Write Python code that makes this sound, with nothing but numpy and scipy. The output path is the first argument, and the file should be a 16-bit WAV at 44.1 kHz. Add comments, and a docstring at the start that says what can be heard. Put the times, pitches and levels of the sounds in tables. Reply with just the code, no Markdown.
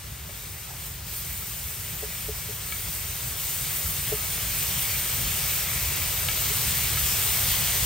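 """Chopped vegetables sizzle on a big iron griddle, heard close: their water boils out in tiny bubbles.
Turbulence in the gas flame rumbles underneath. A slotted steel masher spreads the food onto hot metal,
so the sizzle grows in surges. Its stick-slip friction keeps steel and plate faintly ringing; it thuds
where food cushions a blow, and clinks and scrapes where its rim meets bare iron."""
import sys
import numpy as np
from scipy import signal
from scipy.fft import rfft, irfft, next_fast_len
from scipy.io import wavfile
from scipy.ndimage import uniform_filter1d, map_coordinates

SR = 44100
rng = np.random.default_rng(int(sys.argv[2]) if len(sys.argv) > 2 else 0)


def generate_wav(signal):
    """Clip the signal to [-1, 1] and save it as 16-bit WAV at the path in sys.argv[1]."""
    frames = np.transpose(np.atleast_2d(signal))
    scaled = np.clip(frames, -1, 1) * 32767
    pcm = np.round(scaled).astype(np.int16)
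    wavfile.write(sys.argv[1], SR, pcm)


N = 346185


def amp(db):
    """Amplitude ratio of a level in decibels."""
    return 10 ** (np.asarray(db) / 20)


def unit(x):
    """Normalisation to rms 1."""
    return x / np.sqrt(np.mean(x ** 2) + 1e-20)


def along(points, hz):
    """Interpolation of (frequency_hz, value) points on a logarithmic frequency axis."""
    knots_hz, values = np.transpose(points)
    return np.interp(np.log(hz + 1), np.log(knots_hz + 1), values)


def envelope(points):
    """Linear interpolation of (time_s, value) points at every sample."""
    return np.interp(np.arange(N) / SR, *np.transpose(points))


def bumps(rows):
    """Gaussian rises or dips of level from (centre_s, half_width_s, gain_db) rows."""
    return sum(db * np.exp(-((np.arange(N) / SR - s) / half) ** 2) for s, half, db in rows)


def wobble(rate_hz):
    """Slow random modulation: a spline through evenly spaced random values."""
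    knots = rng.standard_normal(int(N * rate_hz / SR) + 4)
    return map_coordinates(knots, [np.arange(N) * rate_hz / SR])


def filtered(x, response):
    """Linear filtering: the spectrum is multiplied by a complex frequency response."""
    size = next_fast_len(N + SR // 2)
    return irfft(rfft(x, size) * response(np.fft.rfftfreq(size, 1 / SR)), size)[..., :N]


def add(track, start_s, sound):
    """Superposition of a sound on a track."""
    start = round(start_s * SR)
    track[..., start:start + sound.shape[-1]] += sound[..., :N - start]


def bursts(rate_hz, spread_db, rush_db):
    """Shot noise in two channels: random impulses of log-normal size over a smooth rush."""
    pops = (rng.random(N) < rate_hz / SR) * amp(spread_db * np.minimum(rng.standard_normal(N), 3))
    crackle = unit(pops * rng.choice([-1, 1], (2, N)))
    return unit(crackle + amp(rush_db) * rng.standard_normal((2, N)))


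def ring(modes, t, scatter_db):
    """Free vibration: exponentially damped modes, their strengths scattered at random."""
    return sum(amp(db + scatter_db * rng.standard_normal() - 60 * t / t60) * np.sin(2 * np.pi * hz * t)
               for hz, db, t60 in modes)


# likeness of left and right: frequency_hz, coherence
COHERENCE = [(170, .97), (330, .62), (1300, .45), (2100, .87), (3300, .72), (6000, .45), (7700, .45),
             (8400, .8), (10000, .8), (10600, .95), (11600, .95), (11850, .6), (12500, .95), (13100, 1)]
# phase of left ahead of right: frequency_hz, lead_rad
LEFT_LEAD = [(300, 0), (1450, -.9), (1900, 0), (3200, .45), (4800, .3), (7550, 2), (7950, -.3), (9700, -.3),
             (10200, -1.2), (10450, -3.05), (11650, -3.14), (11780, 0)]
# level of left above right: frequency_hz, level_db
LEFT_EXCESS = [(150, .6), (400, 2.7), (1400, 2.5), (2200, .3), (6500, 2), (7700, 7), (8300, 2), (9200, 0)]

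def placed(pair, spectrum=((100, 0), (10000, 0))):
    """Interaural coherence, level and phase place two coloured noises in stereo; their mean has rms 1."""
    def mid_side(hz):
        angle = np.arccos(np.clip(along(COHERENCE, hz), -1, 1)) / 2
        return amp(along(spectrum, hz)) * [np.cos(angle), np.sin(angle)]

    def left_right(hz):
        half = np.array([[.5], [-.5]])
        return amp(half * along(LEFT_EXCESS, hz)) * np.exp(1j * half * along(LEFT_LEAD, hz))

    mid, side = filtered(pair, mid_side)
    ears = filtered(np.array([mid + side, mid - side]), left_right)
    return ears / np.std(ears.mean(axis=0))


def shifting(pair, depth_db):
    """Spectral modulation: as food and masher move, narrow patches of the spectrum brighten and fade."""
    spectra = signal.stft(pair, nperseg=512)[2]
    patches = uniform_filter1d(rng.standard_normal(spectra.shape[1:]), size=3, axis=0)
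    patches = unit(uniform_filter1d(patches, size=14, axis=1))
    return unit(signal.istft(spectra * amp(depth_db * patches), nperseg=512)[1][:, :N])


# steady growth of the frying: time_s, level_db
FRYING_BUILD = [(0, -14), (2.5, -10), (4.7, -4.5), (7.85, 0)]
# brief dips of the sizzle: centre_s, half_width_s, gain_db
SIZZLE_DIPS = [(.565, .04, -1.5), (1.03, .03, -1.8), (4.2, .15, -.7), (5.66, .03, -1.5)]
# spectrum of the coarse spitting: frequency_hz, density_db
SPIT_SPECTRUM = [(200, -38), (600, -10.5), (1000, -9.5), (1750, -7), (2100, -0.85), (3300, 0), (4300, -2),
                 (6500, -1.5), (9000, -5.5), (14000, -26)]
# spectrum of the fine fizz: frequency_hz, density_db
FIZZ_SPECTRUM = [(1500, -29), (4500, -13.5), (6400, -5.5), (7050, -1), (7600, -3.5), (8300, 1.5), (9500, 1),
                 (10800, -3), (12000, 0.5), (14500, 4.5), (15700, 2.5)]

def sizzle():
    """Boiling: bubbles burst over a rush of steam, more of them each second as the frying grows louder."""
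    build_db = envelope(FRYING_BUILD) + bumps(SIZZLE_DIPS)
    flare_db = flares()
    fizz_db = -28.5 + .84 * build_db + flare_db
    spit_db = -32 + .9 * build_db + .22 * flare_db
    bubble_rate_hz = 9000 * amp(fizz_db - fizz_db.max())
    spit = placed(shifting(bursts(bubble_rate_hz, spread_db=3, rush_db=2), depth_db=1.27), SPIT_SPECTRUM)
    fizz = placed(shifting(bursts(bubble_rate_hz, spread_db=3.5, rush_db=2), depth_db=1.65), FIZZ_SPECTRUM)
    sputter = lambda: amp(.33 * wobble(40) + .18 * wobble(14))
    return amp(spit_db) * sputter() * spit + amp(fizz_db) * sputter() * fizz


# wet food spread onto hot iron: start_s, length_s, flare_db
FOOD_SPREADS = [(0.262, 0.45, 3), (0.74, 0.11, 5.5), (1.017, 1.55, 7.5), (2.598, 0.7, 6),
                (3.336, 1.08, 7.5), (4.446, 0.25, 6.5), (4.705, 0.54, 5.5), (5.266, 0.38, 5.5),
                (5.678, .55, 4), (6.271, 0.63, 5), (6.936, 0.5, 5.5), (7.435, 0.41, 4)]

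def flares():
    """Evaporation lifts the sizzle, in dB, at each spread; it sags with drying and ends at lift-off."""
    attack_s, drying_s, release_s = .12, 2.3, .15
    t, total_db = np.arange(N) / SR, np.zeros(N)
    for start_s, length_s, flare_db in FOOD_SPREADS:
        age = np.maximum(t - start_s, 0)
        contact = np.minimum(age / attack_s, 1) * np.clip(1 - (age - length_s) / release_s, 0, 1)
        total_db += flare_db * contact * np.exp(-age / drying_s)
    return total_db


# strength of the flame's rumble: time_s, level_db
FLAME_LEVEL = [(0, -41.5), (1, -40.5), (3.4, -39.5), (4.4, -37.5), (7.85, -33.5)]
# brief swells and sags of the rumble: centre_s, gain_db
RUMBLE_SWELLS = [(.63, -5), (2.87, 3), (3.17, -3), (3.87, 2.5), (4.13, 4), (4.48, 3.5), (4.76, 4.5),
                 (5.2, 8.5), (5.84, 4), (6.29, 2.5), (6.72, 4)]
# spectrum of the flame: frequency_hz, density_db
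FLAME_SPECTRUM = [(12, -45), (20, -33), (51, 0), (75, 0), (156, -5), (204, -16), (330, -27), (430, -40),
                  (730, -120)]

def burner():
    """Combustion noise: the gas flame rumbles and flickers; the low rumble briefly swells and sags."""
    swell_db = bumps([(s, .055, db) for s, db in RUMBLE_SWELLS])
    roar = placed(rng.standard_normal((2, N)), FLAME_SPECTRUM)
    roar = filtered(roar, lambda hz: amp(along([(25, -2), (45, -.5)], hz)))  # deepest bass rolled off
    flicker_db = wobble(18)
    return amp(envelope(FLAME_LEVEL) + swell_db + flicker_db) * roar


def slips(modes):
    """Stick-slip friction: a stream of tiny impulses excites modes that the contact damps."""
    t, contact_t60_s = np.arange(SR // 4) / SR, .1
    response = amp(-60 * t / contact_t60_s) * ring(modes, t, scatter_db=0)
    friction = bursts(300, spread_db=6, rush_db=2)
    return placed(signal.fftconvolve(friction, response[None], axes=1)[:, :N])


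# spectrum of food being smeared: frequency_hz, density_db
SMEAR_SPECTRUM = [(150, -20), (320, -7), (420, -1), (700, -2), (1200, -0.5), (2000, -1.5), (5000, -74)]
# ring of the steel as the masher bears on bare iron: time_s, level_db
MASHER_PRESSURE = [(0, -12), (1.0, -11), (1.35, -5.5), (2.3, -5), (3, -7), (4.2, -8), (4.7, -6), (5.7, -5),
                   (6.2, -6.5), (7.85, -7)]
# modes of the masher on the plate, also struck in clinks: pitch_hz, level_db, t60_s
STEEL_MODES = [(1303, -2.5, .095), (1688, -5, .085), (2235, -11, .27), (2271, 0, .12), (2890, -10, .05),
               (3140, -8, .06), (3500, -9, .05), (4250, -4, .05)]
# low modes of the plate, also struck in thuds: pitch_hz, level_db, t60_s
PLATE_MODES = [(424, -3.5, 0.081), (470, -12, 0.047), (555, -6.5, 0.051), (607, -9, 0.041),
               (680, -16, 0.045)]

def rubbing():
    """Sliding friction: the masher smears the food and keeps steel and plate faintly ringing."""
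    smear = placed(bursts(900, spread_db=5.5, rush_db=8), SMEAR_SPECTRUM)
    pressure_db = envelope(MASHER_PRESSURE) + 2.5 * wobble(9)
    metal = amp(pressure_db) * slips(STEEL_MODES) + amp(-16.5) * slips(PLATE_MODES)
    return amp(-41 + .81 * envelope(FRYING_BUILD)) * (smear + metal)


def drone():
    """Resonance: one randomly driven mode hangs behind the frying as a faint hollow tone."""
    pitch_hz, t60_s = 381, .14
    return amp(-63) * slips([(pitch_hz, 0, t60_s)])


# blows through the food: start_s, level_db, hardness_db_per_octave
CUSHIONED_BLOWS = [(.289, -48.5, 26), (2.026, -28.5, -2), (2.285, -31.8, -2), (2.487, -37.5, -5),
                   (4.120, -21.8, -5), (5.91, -42, -3), (6.505, -41, -6)]

def thuds():
    """Cushioned impact: a light first touch, then the full weight, rings the plate's low modes."""
    out, t = np.zeros((2, N)), np.arange(SR // 4) / SR
    lowest_hz, rise_s, pan = PLATE_MODES[0][0], .0034, amp([[1.5], [-1.5]])
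    for start_s, level_db, hardness in CUSHIONED_BLOWS:
        modes = [(hz, db + hardness * np.log2(hz / lowest_hz), t60) for hz, db, t60 in PLATE_MODES]
        blow = amp(level_db + 7) * pan * ring(modes, t, scatter_db=2) * (1 - np.exp(-t / rise_s))
        add(out, start_s - .002, amp(-5) * blow)
        add(out, start_s + .0047, blow)
    return out


# steel striking bare iron: start_s, level_db, crack_db, favoured_hz, octave_loss_db, t60_ratio
RIM_STRIKES = [(.291, -41.5, -9, 1950, 9, 2), (1.421, -34, -3, 1200, 9, .9),
               (2.128, -33.5, -2, 1550, 20, .7), (2.7212, -24, 0, 2300, 5, .8),
               (3.8596, -30, -4, 1250, 10, .9), (4.9422, -31, -2, 2400, 7, 1), (5.765, -35, -8, 1200, 9, 1),
               (6.2856, -21.3, 9, 2400, 1.5, .9), (6.971, -19, -9, 1500, 32, .62)]

def clinks():
    """Hard impact: a crack, then modes ring and beat; each touch has its own favoured range and damping."""
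    out, t = np.zeros((2, N)), np.arange(SR // 3) / SR
    rise_s, pan = .0015, amp([[1], [-1]])
    band = signal.butter(2, [2500, 3700], "bandpass", fs=SR, output="sos")
    chatter_decay = amp(-60 * t / .012) + amp(-17 - 60 * t / .06)
    knock = amp(-8) * np.sin(2 * np.pi * 800 * t) * amp(-60 * t / .008)
    for start_s, level_db, crack_db, favoured_hz, octave_loss_db, t60_ratio in RIM_STRIKES:
        modes = [(hz, db - octave_loss_db * np.log2(hz / favoured_hz) ** 2, t60 * t60_ratio)
                 for hz, db, t60 in STEEL_MODES]
        chatter = unit(signal.sosfilt(band, rng.standard_normal(len(t)))) * chatter_decay
        crack = amp(crack_db) * (chatter + knock)
        body = ring(modes, t, scatter_db=.5) * (1 - np.exp(-t / rise_s))
        add(out, start_s, amp(level_db - 5) * pan * (body + crack))
    return out


# the rim skidding on bare iron: centre_s, length_s, level_db, pitch_hz
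RIM_SKIDS = [(.38, .04, -53, 2300), (.555, .06, -51, 2200), (.673, .051, -55, 1300), (.71, .06, -52, 865),
             (.83, .08, -54, 4300), (1.15, .2, -49, 4700), (1.32, .1, -49, 2150), (1.88, .1, -48.5, 2200),
             (2.12, .16, -50, 2300), (3.403, .043, -46, 2960), (3.72, .12, -47, 2200),
             (4.55, .11, -42, 2500), (4.79, .15, -39.5, 3000), (4.92, .16, -39, 2250), (5.1, .1, -43, 3000),
             (5.31, .09, -39.5, 3100), (5.52, .14, -41.5, 2400), (5.72, .16, -42, 2200),
             (5.95, .22, -42, 2300), (6.8, .16, -41, 2280), (7.11, .09, -37, 5400),
             (7.545, .07, -34.5, 3250)]

def scrapes():
    """Frictional excitation: quick slips of the rim swell and fade in a resonance set by its grip."""
    out, t = np.zeros((2, N)), np.arange(N) / SR
    grit = bursts(1500, spread_db=4, rush_db=-5)
    for centre_s, length_s, level_db, pitch_hz in RIM_SKIDS:
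        swell = np.exp(-2 * ((t - centre_s) / length_s) ** 2)
        b, a = signal.iirpeak(pitch_hz, Q=3.4, fs=SR)
        out += amp(level_db) * swell * unit(signal.lfilter(b, a, signal.lfilter(b, a, grit)))
    return np.std(out) * placed(out)


def scene():
    """Superposition of the sources on and under the griddle."""
    return sizzle() + burner() + rubbing() + drone() + thuds() + clinks() + scrapes()


def record(dry):
    """Band limiting: an ideal low-pass filter removes the highest treble."""
    cutoff_hz = 15780
    return filtered(dry, lambda hz: hz < cutoff_hz)


dry = scene()
out = record(dry)
generate_wav(out)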